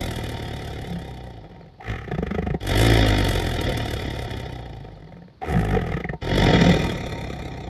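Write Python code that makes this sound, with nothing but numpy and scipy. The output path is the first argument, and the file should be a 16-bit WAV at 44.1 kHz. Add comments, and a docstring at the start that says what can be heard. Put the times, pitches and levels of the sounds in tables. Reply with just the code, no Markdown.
"""An open-air enclosure with a concrete floor: close to the microphone, behind a wire fence, a tiger
snarls over raw meat. Its heavy vocal folds flap about 20-60 times a second; each flap thumps the chest,
rings the throat and lets a puff of air rasp past the teeth. Effort and flap rate set loudness, roughness
and colour, and the jaws close as a snarl fades. Snarls run down into soft croaks, growls slow to single
knocks, and a hoarse moan rides on the final roar. Far off, a bird chirps faintly in the lulls."""
import sys
import numpy as np
from scipy import signal
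from scipy.fft import rfft, irfft, next_fast_len
from scipy.io import wavfile
from scipy.ndimage import map_coordinates

SR = 44100
rng = np.random.default_rng(int(sys.argv[2]) if len(sys.argv) > 2 else 0)


def int16_out(signal):
    """Quantize to a 16-bit WAV file."""
    q = np.round(np.clip(np.atleast_2d(signal).T, -1, 1) * 32767)
    wavfile.write(sys.argv[1], SR, q.astype(np.int16))


N = 339112

# resonances of the tiger's airway: (centre [Hz], width [Hz], level [dB])
PHARYNX = [(159.6, 42.6, 0)]
SNARL_THROAT = [(266, 165, -3), (395, 150, -4), (514, 116, -5.5), (640, 120, -13), (705, 85, -5.5),
                (754, 33, -3.5), (912, 32.4, -6.5)]
GROWL_THROAT = [(260, 130, 0), (420, 155, 6.5), (730, 105, 4.5), (914, 19, -5)]
GROWL_MOUTH = [(1274, 260, -2), (1806, 420, -1), (1990, 240, -2), (2360, 270, -9), (2880, 610, -14.5),
               (3400, 700, -16), (5140, 2860, -28), (12600, 3300, -39.5)]

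EASY_DB, EASY_RATE_HZ, EASY_ROUGH = -35, 35, .3  # effort, flap rate and roughness of an easy snarl


def snarls():
    """The tiger at close range: two long snarls and a roar, with a short growl ahead of the last two."""
    # gestures: (time [s], effort [dB], flap rate [Hz])
    first_snarl = [(0.0, -33, 41), (.45, -35.5, 36.1), (0.87, -38, 35.3), (1.298, -43.5, 29.8),
                   (1.388, -46.5, 27.1), (1.518, -45, 20.3), (1.8, -55.5, 21.4)]
    soft_growl = [(1.8, -44.5, 55.6), (1.898, -32.5, 55.84), (1.978, -40, 36.4), (2.1, -47.5, 29.26)]
    long_snarl = [(2.6, -44.5, 50.7), (2.71, -25, 44.4), (2.81, -22.5, 56.5), (2.92, -21, 56.7),
                  (3.06, -22.5, 52.5), (3.22, -25, 48.2), (3.52, -30.5, 41.6), (3.66, -28, 37.1),
                  (3.85, -31.5, 37.1), (4.4, -36, 32.9), (4.76, -44, 27), (5.2, -53, 22), (5.35, -71, 15)]
    deep_growl = [(5.411, -32, 66.73), (5.49, -27, 80.47), (5.56, -27.5, 56.4), (5.67, -30.5, 51.6),
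                  (5.75, -25, 46.85), (5.84, -33, 40.64), (5.93, -32, 36.93)]
    roar = [(6.21, -38, 37.56), (6.296, -27.5, 45.65), (6.4, -21, 49.27), (6.558, -19, 37.01),
            (6.7, -21, 39.64), (6.86, -28, 39.58), (6.988, -33, 34.26), (7.482, -37, 33.1),
            (7.69, -39.5, 29.42)]
    out = np.zeros(N)
    # (gesture, teeth bared, offsets of chest [dB], boom [dB], rasp [dB], hiss [dB])
    for gesture, bared, *colour_db in [(first_snarl, True, 3, -1.9, -5, -15),
                                       (soft_growl, False, 5.5, -1, -.89, -56),
                                       (long_snarl, True, 4.16, -6.5, -4, -13.5),
                                       (deep_growl, False, 3.4, 1.9, -7.3, -28.5),
                                       (roar, True, 1.8, -1.8, -5, -19)]:
        add(out, gesture[0][0], outburst(gesture, bared, colour_db))
    return out


def outburst(gesture, bared, colour_db):
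    """One snarl, growl or roar: the same flaps drive chest, pharynx, throat, mouth and a high hiss."""
    # resonances: (centre [Hz], width [Hz], level [dB])
    chest_modes = [(53.4, 29.4, 7), (88.7, 23, 2.5), (112.6, 41.4, 6.5)]
    hollow_throat = [(762.3, 43, 0)]
    clear_throat = [(283.3, 32, 3), (337, 53, 0), (400, 43, -3.5)]
    t = np.arange(int(gesture[0][0] * SR), min(N, int(gesture[-1][0] * SR))) / SR
    effort_db, rate = curves(gesture, t)
    rough, double = folds(effort_db, rate)
    chest_db, boom_db, throat_db, rasp_db, hiss_db = levels(t, effort_db, rough, bared, colour_db)
    locked = np.interp(rate, [43, 50], [0, 1])  # from 43 to 50 Hz the folds lock into a regular beat
    wash_db = np.interp(rate, [22.2, 26.6], [-5, 0])  # the steady voice drops as slow flaps come apart
    chaos = rough * (1 - .7 * locked)
    flaps = flap_train(t, rate, chaos, double, jitter=.14, scatter=.7)
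    # each closure cuts the flow and leaves a dip in pressure; roughness trades it for turbulence
    deep = blend(-flaps, puffs(flaps, open_s=.006, linger_s=.008, leak=.6), .6 * chaos)
    voice = blend(-flaps, puffs(flaps, open_s=.0045, linger_s=.005, leak=.5), .3 + 1.1 * chaos)
    mouth = mouth_rasp(t, flaps, locked, rough, bared)
    hiss = amp(hiss_db) * high_hiss(flaps)
    ring = lambda source, modes: steady(through(source, cavity(modes)))
    chest = amp(chest_db + wash_db) * ring(deep, chest_modes)
    boom = amp(boom_db + wash_db / 2) * ring(deep, PHARYNX)
    throat = ring(voice, SNARL_THROAT if bared else GROWL_THROAT)
    softness = np.clip((-30 - throat_db) / 40, 0, .28)  # a soft voice brings out the hollow upper throat
    throat = wavering(blend(throat, ring(voice, hollow_throat), softness))
    if bared:  # regular flaps ring clean harmonics
        throat = blend(throat, ring(-flaps, clear_throat), .3 * locked)
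    throat = amp(throat_db + wash_db) * throat
    rasp = amp(rasp_db + wash_db) * steady(wavering(mouth))
    fade = np.clip(np.minimum(t - t[0], t[-1] - t) / .00051, 0, 1)
    return fade * (chest + boom + throat + rasp + hiss)


def folds(effort_db, rate, rough_per_db=.04, rough_per_octave=.65, split_below_hz=48):
    """Effort that the flap rate cannot take up makes the folds rough; slow cycles grow a second flap."""
    strain = rough_per_db * (effort_db - EASY_DB)
    relief = rough_per_octave * np.log2(rate / EASY_RATE_HZ)
    double = 1 - rate / split_below_hz
    return np.clip([EASY_ROUGH + strain - relief, double], .1, 1)


def levels(t, effort_db, rough, bared, colour_db, jaws_open_db=-31.5, jaws_shut_db=-47):
    """Levels (dB) of chest, boom, throat, rasp and hiss as an outburst swells and the jaws close."""
    # chest to rasp respond to (effort [dB per dB], roughness [dB per unit], closed jaws [dB])
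    chest_law = (1.1, -9, 2.7)
    boom_law = (0.99, 6.6, 3)
    throat_law = (0.99, 0, 1)
    rasp_law = (0.97, -0.83, -9)
    # the high hiss drops away in the loudest part of the roar:
    # (effort [dB per dB], drop [dB per unit], closed jaws [dB])
    hiss_law = (1.16, -29, -27.5)
    age = t - t[0]
    slack = np.interp(effort_db, [jaws_shut_db, jaws_open_db], [1, 0])
    closed = slack * age / age[-1] if bared else 0
    chest, boom, throat, rasp, hiss = [
        EASY_DB + grows * (effort_db - EASY_DB) + shift_db * (rough - EASY_ROUGH) + closed_db * closed
        for grows, shift_db, closed_db in (chest_law, boom_law, throat_law, rasp_law, hiss_law)]
    swell_db = 0 if bared else np.interp(age, [0, .1], [-30, 0])  # a growl swells in
    follow_db = .26 * swell_db
    chest_db, boom_db, rasp_db, hiss_db = colour_db
    return (chest + chest_db + swell_db, boom + boom_db + swell_db, throat + follow_db,
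            rasp + rasp_db + follow_db, hiss + hiss_db + swell_db)


def flap_train(t, rate, rough, double, jitter, scatter):
    """One impulse per flap, uneven in time and size when rough; a second flap splits the cycle."""
    phase = np.cumsum(rate) / SR
    beats = np.arange(1, int(2 * phase[-1]) + 1)
    at = np.minimum(np.searchsorted(phase, beats / 2), len(t) - 1)
    luck = rng.uniform(-1, 1, (len(at), 2))
    size = np.where(beats % 2, 1, double[at]) * (1 + scatter * rough[at] * luck[:, 0])
    when = at + SR * jitter * rough[at] * luck[:, 1] / rate[at]
    power = rate[at] * (1 + double[at] ** 2)  # faster flaps share the same air
    return np.bincount(np.clip(when, 0, len(t) - 1).astype(int), size / np.sqrt(power), len(t))


def airflow(t, open_s, linger_s):
    """Flow through one opening of the folds at t = 0: a round rise and fall."""
    return np.exp(-.5 * (t / np.where(t < 0, open_s, linger_s)) ** 2)


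def puffs(flaps, open_s, linger_s, leak):
    """Turbulent air let through in a puff at every flap, over a steady leak."""
    t = np.arange(-(SR // 20), SR // 20) / SR
    flow = unit(signal.fftconvolve(flaps, airflow(t, open_s, linger_s), "same"))
    return unit((flow + leak) * rng.standard_normal(len(flaps)))


def mouth_rasp(t, flaps, locked, rough, bared):
    """A narrow mouth clicks dully; a bared one hisses brightly and darkens as the lips come forward."""
    # resonances: (centre [Hz], width [Hz], level [dB])
    wide_mouth = [(1354, 116, 0.5), (1747, 474, -0.5), (1991, 212, 3), (2405, 270, -8.5), (2974, 275, -2.5),
                  (3376, 205, 1.5), (3639, 265, -2), (4450, 173, -6), (5100, 900, -10.5)]
    pursed_mouth = [(1235, 220, -1.5), (1570, 460, -6.5), (1990, 270, 4), (2385, 226, 1), (3577, 440, -1.5),
                    (4260, 230, -6.5), (5640, 770, -12.5), (7080, 730, -17.5)]
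    # lips pushed forward: (time [s], share [0-1])
    pursing = [(6.3, 0.18), (6.8, 0.67), (7.0, 0.94)]
    snaps = wet_cracks(flaps, locked)
    if not bared:
        return ring_mouth(flaps, snaps, locked, GROWL_MOUTH, open_s=.0038, leak=.19)
    wide, pursed = [ring_mouth(flaps, snaps, locked, modes, open_s=.0047, leak=.08 + .7 * rough)
                    for modes in (wide_mouth, pursed_mouth)]
    return blend(wide, pursed, curves(pursing, t)[0])


def ring_mouth(flaps, snaps, locked, modes, open_s, leak):
    """Puffs and cracks ring the mouth; wet lips and tongue shift, so each flap favours other modes."""
    uneven = lambda blows: blows * rng.uniform(.4, 1, len(blows))
    out = 0
    for group in (modes[k::3] for k in range(3)):
        breath = puffs(uneven(flaps), open_s, open_s, leak)
        crackle = puffs(uneven(snaps), open_s=.001, linger_s=.002, leak=0)
        air = blend(breath, crackle, share=.24 * (1 + locked))
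        out += amp(max(db for hz, width, db in group)) * through(air, cavity(group))
    return out


def wet_cracks(flaps, locked, stray_s=.0085):
    """Two cracks per flap: one sharp snap when the folds are locked, a ragged pair when they are slack."""
    at = np.repeat(np.flatnonzero(flaps), 2)
    when = at + SR * stray_s * (1 - locked[at]) * rng.uniform(-1, 1, len(at))
    size = flaps[at] / np.sqrt(1 + locked[at])
    return np.bincount(np.clip(when, 0, len(flaps) - 1).astype(int), size, len(flaps))


def high_hiss(flaps):
    """A high, flickering hiss that pulses with the flaps."""
    # (frequency [Hz], level [dB])
    spectrum = [(3500, 1), (5800, 2), (13000, -0.5), (16000, -22)]
    flicker = puffs(flaps * rng.uniform(.014, 1, len(flaps)), open_s=.0028, linger_s=.004, leak=.017)
    return unit(through(flicker, along(spectrum)))


def wavering(x, depth=.018, rate_hz=14):
    """Tongue and jaws keep moving, so all the resonances waver together in pitch."""
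    lead = wobble(len(x), rate_hz) * depth * SR / (2 * rate_hz)
    return map_coordinates(x, [np.arange(len(x)) + lead], mode="nearest")


def knocks():
    """A growl slowed to single flaps: a rasping click, a throat ring, a thud from pharynx and chest."""
    # (time [s], throat [dB], throat pitch [Hz], thud [dB], rasp [dB]), levels before each part's trim
    single_flaps = [(2.076, -30, 381, -31, -42), (2.112, -22, 398, -25, -28.5), (2.145, -30, 400, -26, -32),
                    (2.18, -21.5, 390, -18.5, -33), (2.224, -22.5, 433, -21, -32.5),
                    (2.263, -26.5, 423, -24, -30), (2.306, -23.5, 357, -21, -27.5),
                    (2.344, -23.5, 402, -22.5, -28.5), (2.381, -18.5, 407, -19, -29.5),
                    (2.422, -27, 330, -21, -32), (2.463, -20, 400, -19.5, -32),
                    (2.5, -26.5, 420, -18, -30.5), (2.54, -18.5, 350, -20, -35),
                    (5.936, -27.5, 406, -19, -26.5), (5.966, -22.5, 350, -25.5, -28),
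                    (6.0, -26.5, 412, -30, -31), (6.043, -24.5, 402, -24, -37),
                    (6.09, -28, 500, -22.5, -37), (6.131, -24, 430, -26, -39)]
    # pharynx and chest: (centre [Hz], width [Hz], level [dB])
    thud_modes = [(173.5, 54, 1.5), (66, 36, 2)]
    out, t = np.zeros(N), np.arange(SR // 8) / SR - .02
    blow = lambda delay: 1.0 * (np.arange(len(t)) == np.searchsorted(t, delay))
    flow = airflow(t - .005, open_s=.0028, linger_s=.0045) + .12 * airflow(t, open_s=.012, linger_s=.025)
    for s, throat_db, throat_hz, thud_db, rasp_db in single_flaps:
        air = flow * rng.standard_normal((3, len(t)))
        lag, tuning = rng.uniform(.6, 1.4), rng.uniform(.8, 1.2)  # no two closures are alike
        rasp = amp(rasp_db - 15.5) * resonate(air[0], GROWL_MOUTH)
        ring = amp(throat_db - 17) * resonate(blow(.00212), [(throat_hz, 150, 0)])
        ragged = amp(throat_db - 16.5) * resonate(air[1], GROWL_THROAT)
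        body = [(hz * tuning, width, db) for hz, width, db in thud_modes]
        thud = amp(thud_db - 11) * resonate(blend(blow(.00782 * lag), air[2], .46), body)
        add(out, s + t[0], rasp + ring + ragged + thud)
    return out


def moans(roughness=.45):
    """A second, hoarse voice bends in pitch over the end of the long snarl and through the roar."""
    # one list per moan: (time [s], pitch [Hz], level [dB])
    gestures = [
        [(4.42, 163, -44), (4.8, 138.4, -44), (5.3, 179.8, -44)],
        [(6.33, 173.3, -35), (6.51, 164.1, -24), (6.7, 178.3, -22), (6.83, 176.6, -34), (7.1, 178, -35)],
    ]
    out = np.zeros(N)
    for gesture in gestures:
        t = np.arange(int(gesture[0][0] * SR), int(gesture[-1][0] * SR)) / SR
        hz, db = curves(gesture, t)
        flutter = 1 + roughness * (wobble(len(t), EASY_RATE_HZ) + 1j * wobble(len(t), EASY_RATE_HZ))
        tone = unit(np.real(flutter * np.exp(2j * np.pi * np.cumsum(hz) / SR)))
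        add(out, t[0], amp(db) * signal.windows.tukey(len(t), .1) * tone)
    return out


def grunts():
    """Now and then one resonance of throat or mouth sounds alone, hoarse and sagging a little."""
    # (time [s], pitch [Hz], relative level [dB], length [s])
    hollow_rings = [(.86, 171.8, -30, 0.19), (1.796, 755, -33.5, 0.035), (2.122, 153, -19, .032),
                    (3.653, 508, -25, 0.078), (5.413, 760.6, -26, 0.042), (5.525, 170.6, -15.5, .1),
                    (5.763, 445, -16, 0.02), (6.041, 1947, -22.5, .0063), (6.088, 1850, -24, 0.012),
                    (6.586, 1955, -20, 0.0086)]
    out = np.zeros(N)
    for s, hz, db, length in hollow_rings:
        tone = glide(hz * 1.03, hz * .97, length)
        hoarse = np.hanning(len(tone)) * resonate(rng.standard_normal(len(tone)), [(hz, hz / 5, 0)])
        add(out, s, amp(db) / 2 * blend(tone, hoarse, .42))
    return out


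def croaks(gap_s=.0215, second_db=-7.5):
    """As a snarl runs down, slack folds open twice in a row, puffing through throat, mouth and pharynx."""
    # (time [s], relative level [dB])
    double_flaps = [(1.44, -42.5), (1.512, -44.5), (1.561, -44.5), (1.608, -43.5), (1.66, -47),
                    (4.848, -41.5), (4.884, -43.5), (4.931, -53), (4.973, -46), (5.022, -44.5),
                    (5.071, -45), (5.121, -42), (5.166, -44.5), (5.219, -46), (5.279, -48)]
    out, t = np.zeros(N), np.arange(SR // 8) / SR - .02
    puff = lambda delay: airflow(t - delay, open_s=.0014, linger_s=.0034)
    for s, db in double_flaps:
        air = (puff(.0022) + amp(second_db) * puff(gap_s)) * rng.standard_normal((2, len(t)))
        throat = amp(-9.5) * resonate(air[0], SNARL_THROAT)
        rasp = amp(-20) * resonate(air[1], GROWL_MOUTH)
        thud = amp(-8) * resonate(air[0], PHARYNX)
        add(out, s + t[0], amp(db) * (throat + rasp + thud))
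    return out


def enclosure(x, t60, wet_db):
    """A short, weak answer from the concrete floor and the walls; the bass escapes through the fence."""
    t = np.arange(SR // 3) / SR
    tail = rng.standard_normal(len(t)) * amp(-60 * t / t60) * (t > .003)
    tail = signal.sosfilt(signal.butter(2, 700, "high", fs=SR, output="sos"), tail)
    return x + amp(wet_db) * signal.fftconvolve(x, tail / np.linalg.norm(tail))[:N]


def far_bird():
    """Faint falling chirps, a long way from the microphone."""
    # (time [s], peak level [dB])
    chirps = [(1.61, -59), (4.938, -59), (5.066, -60), (5.235, -64), (5.335, -68)]
    out = np.zeros(N)
    for s, db in chirps:
        add(out, s, amp(db) * glide(start_hz=4900, end_hz=3850, length=.024))
    return out


def open_air():
    """The quiet air around the enclosure: a low rumble with a trace of hiss."""
    # (frequency [Hz], relative level [dB])
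    spectrum = [(20, -21), (60, -2), (130, 0.5), (260, -9), (2800, -31), (4300, -25.5), (7500, -52)]
    return amp(-53) * unit(through(rng.standard_normal(N), along(spectrum)))


def amp(db):
    """Decibels as amplitude."""
    return 10 ** (np.asarray(db) / 20)


def unit(x):
    """x at rms 1."""
    return x / np.sqrt(np.mean(x ** 2) + 1e-20)


def steady(x, span_s=.19):
    """x near rms 1, its power held even from one group of flaps to the next."""
    window = np.hanning(int(span_s * SR))
    power = np.abs(signal.fftconvolve(x ** 2, window / window.sum(), "same"))
    return x / np.sqrt(power + np.mean(x ** 2) / 20)


def blend(first, second, share):
    """Mix two sounds, giving the second this share of the power."""
    share = np.clip(share, 0, 1)
    return np.sqrt(1 - share) * unit(first) + np.sqrt(share) * unit(second)


def add(track, s, sound):
    """Lay a sound into the track at time s."""
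    part = track[max(0, int(s * SR)):][:len(sound)]
    part += sound[:len(part)]


def curves(rows, t):
    """Each column after the time, read at the times t."""
    s, *cols = np.transpose(rows)
    return [np.interp(t, s, c) for c in cols]


def wobble(size, rate_hz):
    """A smooth random curve with so many moves a second."""
    knots = rng.standard_normal(int(size * rate_hz / SR) + 4)
    return map_coordinates(knots, [np.arange(size) * rate_hz / SR])


def glide(start_hz, end_hz, length):
    """A short swelling tone that slides in pitch."""
    u = np.linspace(0, 1, int(length * SR))
    return np.sin(np.pi * u) * np.sin(2 * np.pi * np.cumsum(start_hz + (end_hz - start_hz) * u) / SR)


def along(points):
    """Gain of (frequency [Hz], level [dB]) points joined on a log axis."""
    f, db = np.transpose(points)
    return lambda hz: amp(np.interp(np.log(hz + 1), np.log(f), db))


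def cavity(modes):
    """Gain of a set of steep-sided resonances, summed in power."""
    peak = lambda hz, centre, width: (hz * width) ** 2 / ((centre ** 2 - hz ** 2) ** 2 + (hz * width) ** 2)
    return lambda hz: np.sqrt(sum((amp(db) * peak(hz, centre, width)) ** 2 for centre, width, db in modes))


def through(x, gain):
    """x through the causal filter with this gain, so that it rings after each blow."""
    size = 2 * next_fast_len(len(x) // 2 + 4096)
    response = gain(np.fft.rfftfreq(size, 1 / SR))
    cepstrum = irfft(np.log(np.maximum(response / response.max(), 1e-4)))
    cepstrum[1:size // 2] *= 2  # fold onto positive time: minimum phase
    cepstrum[size // 2 + 1:] = 0
    return irfft(rfft(x, size) * np.exp(rfft(cepstrum)), size)[:len(x)]


def resonate(x, modes):
    """x ringing a cavity, at rms 1."""
    return unit(through(x, cavity(modes)))


def scene():
    """The tiger close up in its enclosure; open air and the bird lie behind it."""
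    tiger = snarls() + knocks() + croaks() + grunts() + moans()
    return (enclosure(tiger, t60=.092, wet_db=-10) + far_bird() + open_air())[None]


def record(dry, top_hz=13250):
    """A mono phone microphone outside the fence keeps nothing above its band limit."""
    hz = np.fft.rfftfreq(N, 1 / SR)
    return irfft(rfft(dry) / (1 + (hz / top_hz) ** 120), N)


dry = scene()
out = record(dry)
int16_out(out)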